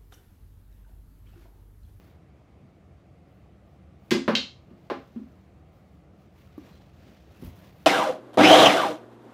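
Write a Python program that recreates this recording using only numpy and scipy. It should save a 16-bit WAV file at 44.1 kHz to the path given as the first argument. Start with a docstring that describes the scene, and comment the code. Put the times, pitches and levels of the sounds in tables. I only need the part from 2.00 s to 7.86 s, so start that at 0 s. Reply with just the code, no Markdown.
"""In a quiet room with air noise and a building rumble, cloth rustles: rubbing noise swelling per movement.
A cue strikes the white ball on a small wooden pool table: a tip snap and dying shaft modes. The table
thumps and knocks as its box modes ring, and racked balls clack as short air pulses; rolling balls rub
the felt. Then the player drops the cue on the carpet and crawls forward: low damped thuds, rustling
cloth, and faint squeaks of narrow-band noise."""
import sys
import numpy as np
from scipy import signal
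from scipy.io import wavfile
from scipy.ndimage import uniform_filter1d

SR = 44100
rng = np.random.default_rng(int(sys.argv[2]) if len(sys.argv) > 2 else 0)


def dump_mix(stems):
    """Bounce the given channels to the path in sys.argv[1] as a 16-bit WAV at rate SR."""
    frames = np.atleast_2d(stems).T  # one column per channel
    limited = np.clip(frames, -1, 1)  # hard clip at full scale
    pcm = np.round(limited * 32767).astype(np.int16)
    wavfile.write(sys.argv[1], SR, pcm)


N = 258426


def gain_of(db):
    """Level law: decibels to an amplitude ratio."""
    return 10 ** (np.asarray(db) / 20)


def read(points, hz):
    """Interpolation along a logarithmic frequency axis."""
    point_hz, value = np.transpose(points)
    return np.interp(np.log(hz + 1), np.log(point_hz + 1), value)


def peaked(x):
    """Normalisation to a peak of 1."""
    return x / np.max(abs(x))


def add(mix, start_s, sound):
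    """Superposition: a sound is summed in place from its start time."""
    part = mix[round(start_s * SR):][:len(sound)]
    part += sound[:len(part)]


def ring(modes, weight, rise_s):
    """Modal superposition: dying sines swell with a contact time constant; neighbours swing opposite ways."""
    t = np.arange(SR // 2) / SR
    hz, level_db, t60_s = np.transpose(modes)[:, :, None]
    sign = (-1.) ** np.arange(len(modes))[:, None]
    decay = gain_of(level_db - 60 * t / t60_s)
    sines = weight * sign * decay * np.sin(2 * np.pi * hz * t)
    return peaked(sines.sum(0) * (1 - np.exp(-t / rise_s)))


def colour(points):
    """Minimum phase: a causal impulse whose phase follows from its log spectrum."""
    spectrum_db = np.maximum(read(points, np.fft.rfftfreq(4096, 1 / SR)), -100)
    half = np.log(gain_of(spectrum_db))
    full = np.r_[half, half[-2:0:-1]]  # both sides of the spectrum
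    return np.fft.ifft(np.exp(np.conj(signal.hilbert(full)))).real[:1024]


def burst(t60_s):
    """Exponential decay of 18 ms of white noise."""
    samples = np.arange(800)
    return rng.standard_normal(800) * gain_of(-60 * samples / SR / t60_s)


def noise(points, patchy_db, size=1024):
    """Short-time synthesis: random spectra with drifting patches of level, rms 1."""
    frames, hz = 4 * N // size + 5, np.fft.rfftfreq(size, 1 / SR)
    real, imag, patches = rng.standard_normal((frames, len(hz), 3)).T
    patches = uniform_filter1d(patches, size=8, axis=0)   # smooth across frequency
    patches = uniform_filter1d(patches, size=10, axis=1)  # smooth along time
    level_db = read(points, hz)[:, None] + patchy_db * patches / patches.std()
    spectra = (real + 1j * imag) * gain_of(level_db)
    x = signal.istft(spectra, nperseg=size, noverlap=size - size // 4)[1][:N]
    return x / x.std()


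# spectrum of the room air: pitch_hz [Hz], relative level_db [dB per Hz]
AIR_SPECTRUM = [(180, -30.5), (300, -5), (486, -6), (737, -4.5), (915, -24.5), (1170, -12.5), (1660, -19.5),
                (2070, -17.5), (3640, -27.5), (15000, -44.5), (16000, -50)]
# spectrum of the building rumble: pitch_hz [Hz], relative level_db [dB per Hz]
RUMBLE_SPECTRUM = [(18, -64.5), (30, -28), (46, -16), (70, 5), (102, -2), (119, -5.5), (141, -2),
                   (162, -10), (192, -0.5), (217, -25), (242, -15), (278, -16), (330, -11), (430, -43),
                   (730, -120)]


def room_tone():
    """Stationary noise: room air plus low building rumble, each at a fixed rms level."""
    air_db, rumble_db = -64.5, -54.5
    air = gain_of(air_db) * noise(AIR_SPECTRUM, 1.3)
    rumble = gain_of(rumble_db) * noise(RUMBLE_SPECTRUM, 0.53, size=4096)
    return air + rumble


def swell(top_s, length_s):
    """Asymmetric Gaussian bell of power, rising faster than it falls; length between its 1/e^2 points."""
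    t = np.arange(N) / SR - top_s
    rise_share = 0.44  # part of a movement spent swelling
    share = np.where(t < 0, rise_share, 1 - rise_share)
    return np.exp(-2 * (t / length_s / share) ** 2)


# player shifting, stroking, dropping the cue and crawling:
# top_s [s], length_s [s], cloth swish_db [dB], fine fabric hiss_db [dB]
RUSTLE_MOVES = [(0.034, 0.19, -68.5, -74.5), (1.35, .2, -93, -85), (1.71, 0.15, -79, -86),
                (2.086, 0.17, -73, -78), (3.333, .22, -86, -87), (3.764, .15, -77, -82),
                (3.92, .18, -78.5, -85), (4.22, .15, -75.5, -84), (4.416, 0.17, -68, -75.5),
                (4.68, 0.33, -63.5, -76), (5.09, 0.42, -65, -78), (5.36, 0.18, -66, -75),
                (5.453, 0.11, -59.5, -62), (5.513, .1, -65.5, -84), (5.59, 0.12, -63.5, -68.5),
                (5.664, 0.15, -63, -72), (5.83, 0.22, -66, -71)]
# a player keeping still: drag_db, swish_db, hiss_db [dB]
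STILL_LEVELS = (-61, -87, -100)
# balls rolling over the felt: top_s [s], length_s [s], drag_db, swish_db, hiss_db [dB]
FELT_ROLL = (3, 0.85, -64.5, -72, -82.5)
# spectra of rubbing, low drag, cloth swish, fine hiss: pitch_hz [Hz], relative level_db [dB per Hz]
DRAG_SPECTRUM = [(60, -32.5), (150, 11.5), (300, 1.5), (700, -3.5), (1200, -14), (2500, -48.5)]
SWISH_SPECTRUM = [(500, -32), (900, -6.5), (1500, -6), (2500, -7), (4000, -11), (6500, -17.5), (9000, -28),
                  (12000, -53.5)]
FINE_SPECTRUM = [(4410, -44), (7500, -9.5), (8650, -15.5), (9390, -4.5), (13400, -1.5), (14700, 3.5),
                 (16000, -5.5)]


def moves():
    """Friction noise: powers of movements and rolling add; fibres catch, so swish and hiss flicker."""
    drag_over_swish_db = 6  # limbs drag along with the cloth
    still_power = gain_of(STILL_LEVELS)[:, None] ** 2
    roll_power = gain_of(FELT_ROLL[2:])[:, None] ** 2 * swell(*FELT_ROLL[:2])
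    power = still_power + roll_power
    for top_s, length_s, swish_db, hiss_db in RUSTLE_MOVES:
        levels_db = [[swish_db + drag_over_swish_db], [swish_db], [hiss_db]]
        power = power + gain_of(levels_db) ** 2 * swell(top_s, length_s)
    catch = uniform_filter1d(rng.standard_normal(N), size=300)
    catch = gain_of(1.5 * catch / catch.std())
    drag = noise(DRAG_SPECTRUM, 2.5)
    swish = catch * noise(SWISH_SPECTRUM, 0.77)
    hiss = catch * noise(FINE_SPECTRUM, 1.4, size=256)
    return (np.sqrt(power) * (drag, swish, hiss)).sum(0)


# cue tip meeting the ball, then the shaft chattering:
# start_s [s], level_db [dB, reference for the layers below]
CUE_HITS = [(2.1085, -14), (2.1129, -20), (2.1325, -28.5)]
# modes of the cue stick: pitch_hz [Hz], relative level_db [dB], t60_s [s]
SHAFT_MODES = [(1600, -3.5, 0.052), (2038, -2, 0.03), (2620, -1, 0.035), (3268, -1.5, 0.025),
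               (3540, -7.5, 0.032), (4257, -15, .03), (4887, -3, 0.023), (5030, -6.5, 0.045),
               (6290, -11, 0.027)]
# snap of the tip: pitch_hz [Hz], relative level_db [dB per Hz]
TIP_SPECTRUM = [(500, -44), (1000, -16.5), (2000, -4.5), (3000, 3), (5000, -5.5), (7000, -12), (9500, -22),
                (13000, -21.5), (16000, -27.5)]


def cue():
    """Impact excitation: the tip snaps, the shaft rings at its modes, and the tip's leather scuffs on."""
    stick, scuff = np.zeros((2, N))
    snap = peaked(colour(TIP_SPECTRUM))
    for start_s, level_db in CUE_HITS:
        add(stick, start_s, gain_of(level_db - 0.5) * snap)
        add(stick, start_s, gain_of(level_db - 10.0) * ring(SHAFT_MODES, 1, 0.00032))
        add(scuff, start_s, gain_of(level_db - 6.0) * peaked(np.convolve(burst(0.03), snap)))
    return stick, scuff


# decay of the room: pitch_hz [Hz], t60_s [s]
WALL_DECAY = [(150, .35), (400, 0.25), (1000, 0.29), (3000, 0.29), (7000, 0.33), (14000, 0.15)]


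def room(x):
    """Reverberation: sparse taps of random sign, each band dying at its own speed, total energy 1."""
    taps = np.zeros(SR // 2)
    at = np.arange(120, len(taps) - 20, 20)
    taps[at + rng.integers(0, 20, len(at))] = rng.choice([-1., 1.], len(at))
    hz, t, bands = signal.stft(taps, SR, nperseg=256)
    decay = gain_of(-60 * t / read(WALL_DECAY, hz)[:, None])
    tail = signal.istft(bands * decay, SR, nperseg=256)[1]
    return signal.fftconvolve(x, tail / np.linalg.norm(tail))[:N]


# parts of the knocks on the table, several rows may form one knock:
# start_s [s], peak level_db [dB], pitch_hz at the centre of the modes set ringing [Hz],
# spread [octaves], lasting [factor on ring time], crack_db [dB relative to level_db]
KNOCK_PARTS = [(2.113, -12.5, 240, 0.52, 0.46, -9), (2.114, -13, 353, 0.18, 0.36, -23.5),
               (2.143, -18.5, 357, 0.44, 1.4, -23), (2.150, -25, 230, .4, 0.89, -10.5),
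               (2.279, -16, 222, 0.31, 0.3, 2), (2.288, -16.5, 487.6, .25, 0.56, -10.5),
               (2.325, -23.5, 216, 0.43, 1.4, -10), (2.704, -41, 211.5, 0.81, 1.5, -17),
               (2.9003, -25.5, 743, 0.53, 0.46, 2.5), (2.907, -22, 355, 0.46, 0.63, -12),
               (2.914, -23.5, 470, 0.64, 0.86, -17), (3.161, -27.5, 238, 0.21, 0.52, -24.5),
               (3.194, -42.5, 255.7, 0.3, 0.33, -22.5), (3.229, -46, 237.3, 0.14, 0.41, -27)]
# modes of the wooden box: pitch_hz [Hz], relative level_db [dB], t60_s [s, before the factor of each part]
TABLE_MODES = [(122.3, -12.5, .15), (157.9, -5.5, .15), (203.3, 0.5, 0.093), (245, 6, 0.07),
               (268.8, -2, 0.16), (347, -1.5, 0.21), (379, 0, .1), (455, -5, 0.054), (561, -3.5, 0.15),
               (624, -7.5, 0.13), (690, 1.5, 0.07), (768, -6, 0.12), (833, 1, .1), (960, -7.5, 0.1106),
               (1074, -7, .1), (1280, -6.5, 0.13), (1240, -2, 0.13), (1480, -11.5, .1)]
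# crack of a knock part: pitch_hz [Hz], relative level_db [dB per Hz]
WOOD_SPECTRUM = [(100, -34.5), (450, 3), (800, -1.5), (1150, 0.5), (2000, -8), (4500, -20), (6000, -30.5),
                 (7500, -41), (9500, -43.5), (13000, -43.5), (16000, -45)]


def knocks():
    """Selective modal excitation: each part rings nearby modes and cracks; the joints of the box buzz on."""
    body, crack, buzz = np.zeros((3, N))
    wood = peaked(colour(WOOD_SPECTRUM))
    modes = np.array(TABLE_MODES)
    for start_s, level_db, hz, spread, lasting, crack_db in KNOCK_PARTS:
        near = np.exp(-.5 * (np.log2(modes[:, :1] / hz) / spread) ** 2)
        thump = ring(modes * [1, 1, lasting], near, 0.39 / hz)
        rattle = peaked(np.convolve(burst(0.04), wood))
        add(body, start_s, gain_of(level_db) * thump)
        add(crack, start_s, gain_of(level_db + crack_db) * wood)
        add(buzz, start_s, gain_of(level_db + crack_db - 3.0) * rattle)
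    return body, crack, buzz


# ball on ball: start_s [s], peak level_db of the pulse [dB], pitch_hz [Hz], click_db [dB relative to level_db]
BALL_CLACKS = [(2.3526, -9.5, 3195, 2.5), (2.3545, -12, 3230, -7), (2.3559, -10.5, 3933, -8),
               (2.361, -19, 4395, -13.5), (2.3623, -24.5, 3930, -10.5), (2.3655, -18.5, 4000, -12.5),
               (2.3737, -18.5, 3220, -13.5), (2.383, -20.5, 4140, -14.5)]
# broad click: pitch_hz [Hz], relative level_db [dB per Hz]
CLICK_SPECTRUM = [(600, -41), (1100, -19.5), (1500, -7.5), (2100, -8), (3200, -4), (4100, 2.5), (6600, -10),
                  (8500, -28.5), (10000, -35), (13000, -30.5), (16000, -33.5)]


def clacks():
    """Acceleration noise: hard balls give a few cycles of air pulse each, on a broad click."""
    out, click, t = np.zeros(N), peaked(colour(CLICK_SPECTRUM)), np.arange(400) / SR
    for start_s, level_db, hz, click_db in BALL_CLACKS:
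        pulse = peaked(t * np.exp(-t / 0.00032) * np.sin(2 * np.pi * hz * t))
        add(out, start_s, gain_of(level_db) * pulse)
        add(out, start_s, gain_of(level_db + click_db) * click)
    return out


# cue, hand and knee landing on the carpet: start_s [s], peak level_db [dB], pitch_hz [Hz], t60_s [s],
# tick_db of the fibres [dB gain on filtered noise]
CARPET_THUDS = [(4.579, -30, 288, 0.051, -64), (5.424, -30, 197.5, 0.025, -71),
                (5.432, -29, 247, 0.028, -78), (5.447, -36.5, 191, 0.045, -53.5),
                (5.44, -37, 48, 0.25, -78), (5.469, -33, 87.5, 0.066, -57)]


def thuds():
    """Damped impact: soft low pushes with two overtones, and a thin tick of the fibres."""
    out = np.zeros(N)
    fibres = peaked(colour(FINE_SPECTRUM))
    for start_s, level_db, hz, t60_s, tick_db in CARPET_THUDS:
        modes = [(hz, 0, t60_s), (2.52 * hz, -14, 0.23 * t60_s), (4 * hz, -18, 0.49 * t60_s)]
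        add(out, start_s, gain_of(level_db) * ring(modes, 1, 0.00098))
        add(out, start_s, gain_of(tick_db) * np.convolve(burst(0.028), fibres))
    return out


# faint squeaks while the player shifts:
# start_s [s], end_s [s], pitch_hz [Hz], width_hz [Hz], level_db [dB rms, before the fade window]
FAINT_SQUEAKS = [(4.657, 4.88, 4070, 60, -73), (4.699, 4.843, 3250, 60.5, -75),
                 (5.338, 5.418, 2640, 60, -67)]


def squeaks():
    """Resonant filtering: narrow bands of noise that swell and fade."""
    out = np.zeros(N)
    for start_s, end_s, hz, width_hz, level_db in FAINT_SQUEAKS:
        size = round((end_s - start_s) * SR)
        b, a = signal.iirpeak(hz, hz / width_hz, SR)
        tone = signal.lfilter(b, a, rng.standard_normal(SR // 2))[-size:]  # the settled end
        add(out, start_s, gain_of(level_db) * tone / tone.std() * np.hanning(size))
    return out


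def scene():
    """Superposition of direct sound, reverberation, rubbing noise, squeaks and room tone."""
    stick, scuff = cue()
    body, crack, buzz = knocks()
    balls, soft = clacks(), thuds()
    direct = body + crack + buzz + stick + scuff + balls + soft
    # buzz and scuff are heard only directly
    sent = gain_of(8.5) * stick + gain_of(-3.5) * body + gain_of(8.5) * crack
    sent = sent + gain_of(-1.0) * balls + gain_of(-7.0) * soft
    return (room_tone() + moves() + direct + room(sent) + squeaks())[None]


def record(dry):
    """Band limiting: the small microphone drops the deep bass, then a steep low-pass cuts the top."""
    bass_hz, edge_hz = 45., 15850
    thin = signal.sosfilt(signal.butter(3, bass_hz, "high", fs=SR, output="sos"), dry)
    low_pass = signal.firwin(511, edge_hz, window=("kaiser", 9), fs=SR)
    return signal.oaconvolve(thin, low_pass[None], "same")


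dry = scene()
out = record(dry)
dump_mix(out)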